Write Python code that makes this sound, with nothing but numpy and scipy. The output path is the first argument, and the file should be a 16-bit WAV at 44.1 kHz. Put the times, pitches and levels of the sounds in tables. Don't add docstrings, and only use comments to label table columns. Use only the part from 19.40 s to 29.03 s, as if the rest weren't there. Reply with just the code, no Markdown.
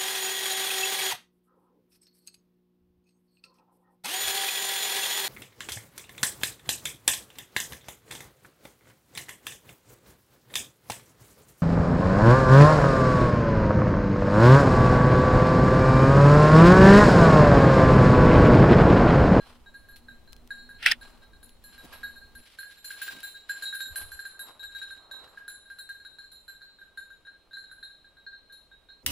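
import sys
import numpy as np
from scipy import signal
from scipy.fft import rfft, irfft, next_fast_len
from scipy.io import wavfile

SR = 44100
rng = np.random.default_rng(int(sys.argv[2]) if len(sys.argv) > 2 else 0)


def inscribe(sig):
    pcm = np.round(np.clip(np.atleast_2d(sig).T, -1, 1) * 32767)
    wavfile.write(sys.argv[1], SR, pcm.astype(np.int16))


N = 424683
TIME = np.arange(N) / SR

# start in seconds, then the levels in dB, before the balance of the families,
# of the low note, of the clang near 4 kHz and of the high shimmer.
STRIKES = [(0.3413, -43.5, -55, -60), (0.4868, -45.5, -60.5, -54.5), (0.684, -39, -52, -66),
           (1.1052, -29, -46.5, -51.5), (1.1814, -56, -53, -65), (1.291, -42, -56, -58.5),
           (1.6111, -45, -52.5, -54.5), (2.029, -52, -55, -49), (2.2393, -53, -53, -48),
           (2.379, -44, -54.5, -53.5), (2.5274, -43.5, -61, -50.5), (2.6314, -30, -46, -47),
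           (2.758, -47.5, -55, -57), (2.9515, -42, -54.5, -50.5), (3.1869, -34, -43, -45.5),
           (3.2303, -35, -73, -59), (3.444, -40, -39.5, -43), (3.5052, -32, -49, -46.5),
           (3.6163, -28, -43.5, -40), (3.68, -29.5, -47.5, -60), (3.8307, -37, -43, -42),
           (3.9435, -45, -48.5, -62.5), (4.0939, -27, -39, -43), (4.2226, -30.5, -37.5, -41),
           (4.2548, -42.5, -32.5, -59), (4.3267, -29, -44.5, -47), (4.3464, -32, -54, -39),
           (4.4045, -28, -34.5, -41.5), (4.4564, -36, -50, -46), (4.5579, -28, -39, -32),
           (4.7177, -35, -46, -44.5), (4.791, -30.5, -45.5, -48), (4.8526, -31.5, -46, -48),
           (4.9923, -38.5, -44, -40), (5.1937, -49, -43, -58), (5.231, -39, -41.5, -52.5),
           (5.3484, -37.5, -41, -51.5), (5.4161, -34, -40, -57), (5.506, -37, -47, -57),
           (5.7118, -37.5, -40, -52.5), (5.9737, -34.5, -64, -69), (6.0792, -34, -43.5, -43),
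           (6.3007, -38.5, -56, -57.5), (6.3861, -39.5, -41.5, -48), (6.4906, -36, -46.5, -51.5),
           (6.649, -41, -46.5, -60), (6.7854, -43, -42.5, -60.5), (6.9168, -53.5, -47.5, -51),
           (7.0795, -35.5, -44, -53.5), (7.217, -44, -48.5, -67.5), (7.414, -42, -55.5, -74.5),
           (7.5738, -34, -45.5, -53), (7.7033, -44.5, -56.5, -66), (7.869, -41, -54, -86),
           (8.1323, -38.5, -41.5, -63.5), (8.1684, -36.5, -47, -57), (8.2385, -44.5, -49, -78),
           (8.314, -39, -50, -56.5), (8.4279, -36.5, -42.5, -59.5), (8.8641, -39.5, -44, -89),
           (8.9284, -45, -53, -87), (9.123, -53, -49, -57), (9.4869, -52.5, -50, -82.5)]
# time in seconds, muffling in dB.
MUFFLING = [(0, 16), (2.4, 17.5), (3.2, 8), (3.6, -5), (4.6, 9), (5.3, 8), (6.3, 10), (7.5, 16), (9.6, 24)]
USUAL_NOTE_DB = -35.5


def amp(db):
    return 10 ** (np.asarray(db) / 20)


def unit(x):
    return x / np.sqrt(np.mean(x ** 2) + 1e-20)


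def over_hz(points, hz):
    f, value = np.transpose(points)
    return np.interp(np.log(hz + 1), np.log(f + 1), value)


def over_time(rows, t, column=1):
    rows = np.asarray(rows)
    return np.interp(t, rows[:, 0], rows[:, column])


def add(mix, s, sound):
    part = mix[:, max(round(s * SR), 0):][:, :sound.shape[1]]
    part += sound[:, :part.shape[1]]


def noise(colour, size=N, grain_db=0, grains_per_s=SR):
    # frequency in Hz, coherence of left and right from 0 to 1.
    likeness = [(30, .72), (300, .7), (1200, .82), (2500, .6), (5000, .3), (12000, .1)]
    n = next_fast_len(size, True)
    hz = np.fft.rfftfreq(n, 1 / SR)
    grain_size = amp(grain_db * np.minimum(rng.exponential(1, n), 4))
    grains = grain_size * (rng.random(n) < grains_per_s / SR)
    mid, side = rfft(rng.standard_normal((2, n)) * grains)
    coherence = np.clip(over_hz(likeness, hz), 0, 1)
    mid = mid * np.sqrt(1 + coherence)
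    side = side * np.sqrt(1 - coherence)
    spectrum = np.array([mid + side, mid - side]) * amp(over_hz(colour, hz))
    return unit(irfft(spectrum, n)[:, :size])


def bell(contact_db=-3, contact_s=0.0011, rebound_spread=.3, count=40):
    rebound_s, rebound_db = 0.055, -14
    out = np.zeros((2, N))
    for s, note_db, clang_db, shimmer_db in STRIKES:
        add(out, s, strike(s, note_db, clang_db, shimmer_db))
        add(out, s, tick(shimmer_db + contact_db, contact_s))
        again = s + rebound_s * np.exp(rebound_spread * rng.standard_normal())
        add(out, again, amp(rebound_db) * strike(s, note_db, clang_db, shimmer_db))
    # low note, clang and unmuffled shimmer, all in dB.
    note_db, clang_db, shimmer_db = (-50, -57, -57.5)
    for k, offset in enumerate(rng.random(count)):
        s = (k + offset) * N / SR / count
        add(out, s, strike(s, note_db, clang_db, shimmer_db - over_time(MUFFLING, s)))
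    return out


def strike(s, note_db, clang_db, shimmer_db, choke_db=-16, upper_choke_db=-3, choke_s=.006,
           detune=.0045, port_delay=.00002, rise_s=0.00091, buzz=.008, buzz_s=.03, buzz_step_s=.0008,
           note_spot_db=5.5, upper_spot_db=7.5):
    # frequency in Hz, level in dB relative to its family,
    # free decay by 60 dB in seconds, number of the family.
    partials = [(1606, 0, .4, 0), (1562, -15, .09, 0), (1485, -16, .06, 0), (3838, 0, .38, 1),
                (4114, -1.5, .25, 1), (4192, -3, .35, 1), (7116, -8, .39, 2), (7230, -3, .38, 2),
                (7390, 0, .35, 2), (6020, -20, .2, 2), (8130, -15, .18, 2), (10670, 0, .34, 3),
                (10830, -2.5, .21, 3), (11380, -2, .22, 3), (11580, -3, .22, 3), (12000, -8, .12, 3),
                (14510, -2, .25, 4), (14700, 1, .3, 4)]
    # time in seconds, speed of approach in m/s.
    approach = [(0, 2), (2.6, 3), (3.6, -0.06), (4.3, -0.5), (5.4, -1.23), (6.6, 0.55), (7.6, -2.63),
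                (9.6, -0.5)]
    sound_speed = 343
    t = TIME[:SR // 5]
    hz, db, t60, family = np.transpose(partials)
    family = np.round(family).astype(int)
    spot, drift, lag, phase = rng.standard_normal((4, len(hz)))

    size = amp(db + np.where(family == 0, note_spot_db, upper_spot_db) * spot)
    size /= np.sqrt(np.bincount(family, size ** 2))[family]
    size *= amp(family_levels(s, note_db, clang_db, shimmer_db)[family])

    hz = hz * (1 + over_time(approach, s) / sound_speed + detune * drift)

    free_s = 0.03 * 2 ** ((USUAL_NOTE_DB - note_db) / 28)
    choked = .5 + .5 * np.tanh((t - free_s) / choke_s)
    family_choke_db = np.where(family == 0, choke_db, upper_choke_db)[:, None]
    loss_db = family_choke_db * choked - 60 * t / t60[:, None]

    chatter = np.interp(t / buzz_step_s, np.arange(len(t)), rng.standard_normal(len(t)))
    clock = t + np.cumsum(buzz * chatter * np.exp(-t / buzz_s)) / SR
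    angle = np.float32(2 * np.pi * (hz[:, None] * clock + phase[:, None]))
    ring = amp(np.float32(loss_db)) * (np.cos(angle) + 1j * np.sin(angle))

    ports = size * np.exp(1j * np.pi * np.outer([1, -1], hz * lag * port_delay))
    return (ports @ ring).real * (1 - np.exp(-t / rise_s))


def family_levels(s, note_db, clang_db, shimmer_db, balance_db=(-1.2, 1.4, -6.5, -.3, -6),
                  third_muffling=0.39, top_muffling=.75):
    lost_db = over_time(MUFFLING, s)
    third_db = (clang_db + shimmer_db) / 2 - third_muffling * lost_db
    top_db = shimmer_db - top_muffling * lost_db
    return np.array([note_db, clang_db, third_db, shimmer_db, top_db]) + balance_db


def tick(db, decay_s):
    # frequency in Hz, relative spectral level in dB.
    tick_spectrum = [(300, -15.5), (1500, -1.5), (4000, 6), (7000, -5), (11000, 4), (16000, -9)]
    t = TIME[:2048]
    return amp(db) * np.exp(-t / decay_s) * noise(tick_spectrum, size=len(t), grain_db=4.5)


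def woods(x, early_db=6, early_s=.03, stride_s=0.21, count=3):
    # frequency in Hz, relative level in dB.
    scatter = [(200, -14), (1600, -3.5), (4000, -3), (8000, 1.5)]
    # frequency in Hz, decay by 60 dB in seconds.
    reverberation = [(200, 0.54), (1600, 0.41), (4000, 0.85), (8000, 0.55), (15000, 0.13)]
    echo_colour = [(20, 0.0084), (20000, 0.026)]
    t, out = TIME[:SR // 2], 0
    for k in range(count):
        taps = noise(echo_colour, size=len(t), grains_per_s=2100) * (t > .003)
        taps = taps * (1 + amp(early_db) * np.exp(-t / early_s))
        hz, at, z = signal.stft(taps, SR, nperseg=256)
        z *= amp(over_hz(scatter, hz)[:, None] - 60 * at / over_hz(reverberation, hz)[:, None])
        tail = signal.istft(z, SR, nperseg=256)[1]
        share = np.cos(np.pi * (TIME / stride_s + k) / count) * np.sqrt(2 / count)
        out = out + signal.oaconvolve(x * share, tail / np.linalg.norm(tail[0]), axes=1)[:, :N]
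    return out


def twig_crack(blow_db=-1.14, ring_db=-10, port_delay=.00002):
    # time in seconds, level in dB.
    drag = [(1.385, -62), (1.422, -47), (1.43, -36), (1.456, -35), (1.463, -18.5), (1.505, -31.5),
            (1.519, -23.5), (1.527, -32), (1.57, -73)]
    # frequency in Hz, relative spectral level in dB.
    drag_spectrum = [(200, -44), (850, -18), (1080, -34.5), (1400, -4), (1830, -5), (2900, -2), (4400, -14),
                     (5200, -14.5), (6700, -33.5), (9000, -21), (16000, -39.5)]
    # centre in seconds, peak in dB before blow_db, centre frequency in Hz,
    # contact time in seconds, level of the sharp tick in dB relative to the peak.
    blows = [(1.4284, -30, 1900, 0.00065, -5.5), (1.4628, -3.5, 1960, 0.00091, -10),
             (1.4654, -7.5, 1870, 0.00048, -26), (1.47, -12, 2654, 0.0018, -16.5),
             (1.5087, -22, 3180, 0.00049, -11.5), (1.5155, -13, 5020, .0012, -9),
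             (1.52, -11, 1826, 0.0017, -5.5)]
    # frequency in Hz, relative spectral level in dB.
    blow_tick_spectrum = [(300, -30), (900, -20.5), (1700, 2.5), (5500, -0.5), (7000, -14.5), (12500, -15),
                          (16000, -21)]
    # frequency in Hz, relative level in dB, decay by 60 dB in seconds.
    modes = [(1417, -14, .032), (1835, -3.5, .035), (2240, -6, .04), (2490, -3.5, .04), (2850, -2.5, .04),
             (3445, -3, .08), (4950, -7.5, .03)]

    force = amp(over_time(drag, TIME)) * noise(drag_spectrum, grain_db=-2.0)
    force *= (TIME > drag[0][0]) & (TIME < drag[-1][0])

    t = np.arange(-SR // 100, SR // 100) / SR
    ports = t + np.array([[.5], [-.5]]) * port_delay
    for s, db, hz, contact_s, tick_db in blows:
        push = np.cos(2 * np.pi * hz * ports) + amp(tick_db) * noise(blow_tick_spectrum, size=len(t))
        contact = np.exp(-.5 * (t / contact_s) ** 2)
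        add(force, s + t[0], amp(blow_db + db) * contact * push)

    t = np.arange(SR // 6) / SR
    case = sum(amp(db - 60 * t / t60) * np.sin(2 * np.pi * hz * t) for hz, db, t60 in modes)
    case = case[None] / np.linalg.norm(case) / 4
    return force + amp(ring_db) * signal.oaconvolve(force, case, axes=1)[:, :N]


def snaps(level_db=-7):
    # start in seconds, level in dB before level_db, decay constant in seconds.
    breaks = [(0.5604, -43.5, 0.019), (.924, -38, 0.0011), (0.931, -33, 0.0017), (.965, -40, .0012),
              (1.0754, -41.5, .0011), (2.093, -43, 0.0019), (3.804, -38, 0.0033)]
    out = np.zeros((2, N))
    for s, db, decay_s in breaks:
        add(out, s, tick(level_db + db, decay_s))
    return out


def leaves(crackle_db=2.5, swish_db=1, clump_db=3.5, clump_s=0.012, paws_press_s=0.0048, paws_per_note=.6):
    # time of full weight in seconds, then the levels in dB of crackle
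    # and swish before crackle_db and swish_db.
    steps = [(0.062, -60.5, -59), (1.68, -61, -59.5), (2.35, -63.5, -76), (2.528, -54, -55),
             (3.1, -59, -76), (3.33, -60.5, -80), (3.599, -57.5, -67), (3.73, -52.5, -59),
             (4.22, -55.5, -63.5), (4.62, -58.5, -58), (5.09, -65, -56.5), (5.4, -62, -72),
             (5.699, -83, -59.5), (5.85, -66.5, -56)]
    # centre in seconds, level in dB, half-length in seconds.
    footfalls = [(2.45, -47, 0.0087), (3.76, -53, 0.021), (4.48, -61.5, 0.012)]
    # frequency in Hz, relative spectral level in dB.
    crackle_spectrum = [(700, -24), (1500, -1), (3000, 4.5), (5000, -1), (6600, -11), (9000, -6.5),
                        (12000, -9), (13500, -16.5), (16000, -20.5)]
    swish_spectrum = [(70, -19), (200, -5.5), (400, 0), (900, 2.5), (1300, 2.5), (2000, -11.5), (4000, -32)]
    soil_spectrum = [(30, -35), (160, -3), (280, -5.5), (1500, -30)]
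    press_s, lift_s = 0.081, 0.093
    paws_lift_s = 0.055
    paws_db = -57
    stir_db = -75.5

    paws = []
    for s, note_db, *_ in STRIKES:
        effort_db = paws_per_note * (note_db - USUAL_NOTE_DB)
        paws.append((s, paws_db + effort_db - over_time(MUFFLING, s)))

    step_crackle = treads([(s, db) for s, db, _ in steps], press_s, lift_s)
    crackle = np.hypot(step_crackle, treads(paws, paws_press_s, paws_lift_s))
    swish = amp(stir_db) + treads([(s, db) for s, _, db in steps], press_s, lift_s)
    clumps = clump_db * np.interp(TIME / clump_s, np.arange(N), rng.standard_normal(N))
    brittle = crackle * amp(crackle_db + clumps) * noise(crackle_spectrum, grain_db=3.0, grains_per_s=8300)
    dull = swish * amp(swish_db + .5 * clumps) * noise(swish_spectrum, grain_db=0.5, grains_per_s=3000)
    thuds = swells(footfalls) * noise(soil_spectrum)
    return brittle + dull + thuds


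def treads(rows, press_s, lift_s):
    t = np.arange(-SR // 2, SR // 2) / SR
    power = np.zeros((1, N + SR))
    shape = np.exp(-np.maximum(-t / press_s, t / lift_s))[None]
    for s, db in rows:
        add(power, s, (amp(db) * shape) ** 2)
    return np.sqrt(power[0, SR // 2:][:N])


def background(air_db=-66.5, hum_db=-10.0):
    # frequency in Hz, relative spectral level in dB.
    air_spectrum = [(15, -1), (50, 0.5), (140, -10.5), (350, -10.5), (600, -12), (1100, -23.5),
                    (3200, -19.5), (6300, -32), (10000, -30.5), (16000, -39)]
    rumble_spectrum = [(15, 3.5), (30, -0.5), (65, -3), (110, -14), (200, -16.5), (400, -20.5), (1000, -26),
                       (4000, -41), (15000, -52.5)]
    hum_spectrum = [(215, -42), (235, -6.5), (242, 0), (249, -9), (270, -41)]
    wind_spectrum = [(15, -1.5), (40, -2), (70, -2), (110, -17), (250, -44.5), (1000, -68)]
    # time in seconds, level of the rumble in dB; the hum lies hum_db from it.
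    rumble_level = [(0, -56.5), (1.6, -53.5), (2.2, -57.5), (3.0, -54), (3.06, -88), (3.2, -120)]
    # centre in seconds, level in dB, half-length in seconds.
    bumps = [(4.522, -41, 0.012), (4.64, -48, 0.022), (4.72, -52, 0.038), (5.3, -63, 0.065),
             (5.51, -62, .025)]
    air = amp(air_db) * noise(air_spectrum)
    humming = noise(rumble_spectrum) + amp(hum_db) * noise(hum_spectrum)
    rumble = amp(over_time(rumble_level, TIME)) * humming
    wind = swells(bumps) * noise(wind_spectrum)
    return air + rumble + wind


def swells(rows):
    return sum(amp(db) * np.exp(-.5 * np.minimum(((TIME - s) / half_s) ** 2, 100)) for s, db, half_s in rows)


def scene(woods_db=0.5):
    ringing = bell()
    echoes = amp(woods_db) * woods(ringing)
    return ringing + echoes + twig_crack() + snaps() + leaves() + background()


def record(dry):
    low_pass = signal.firwin(511, 15900, window=("kaiser", 9), fs=SR)
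    return signal.oaconvolve(np.clip(dry, -1, 1), low_pass[None], "same")


dry = scene()
out = record(dry)
inscribe(out)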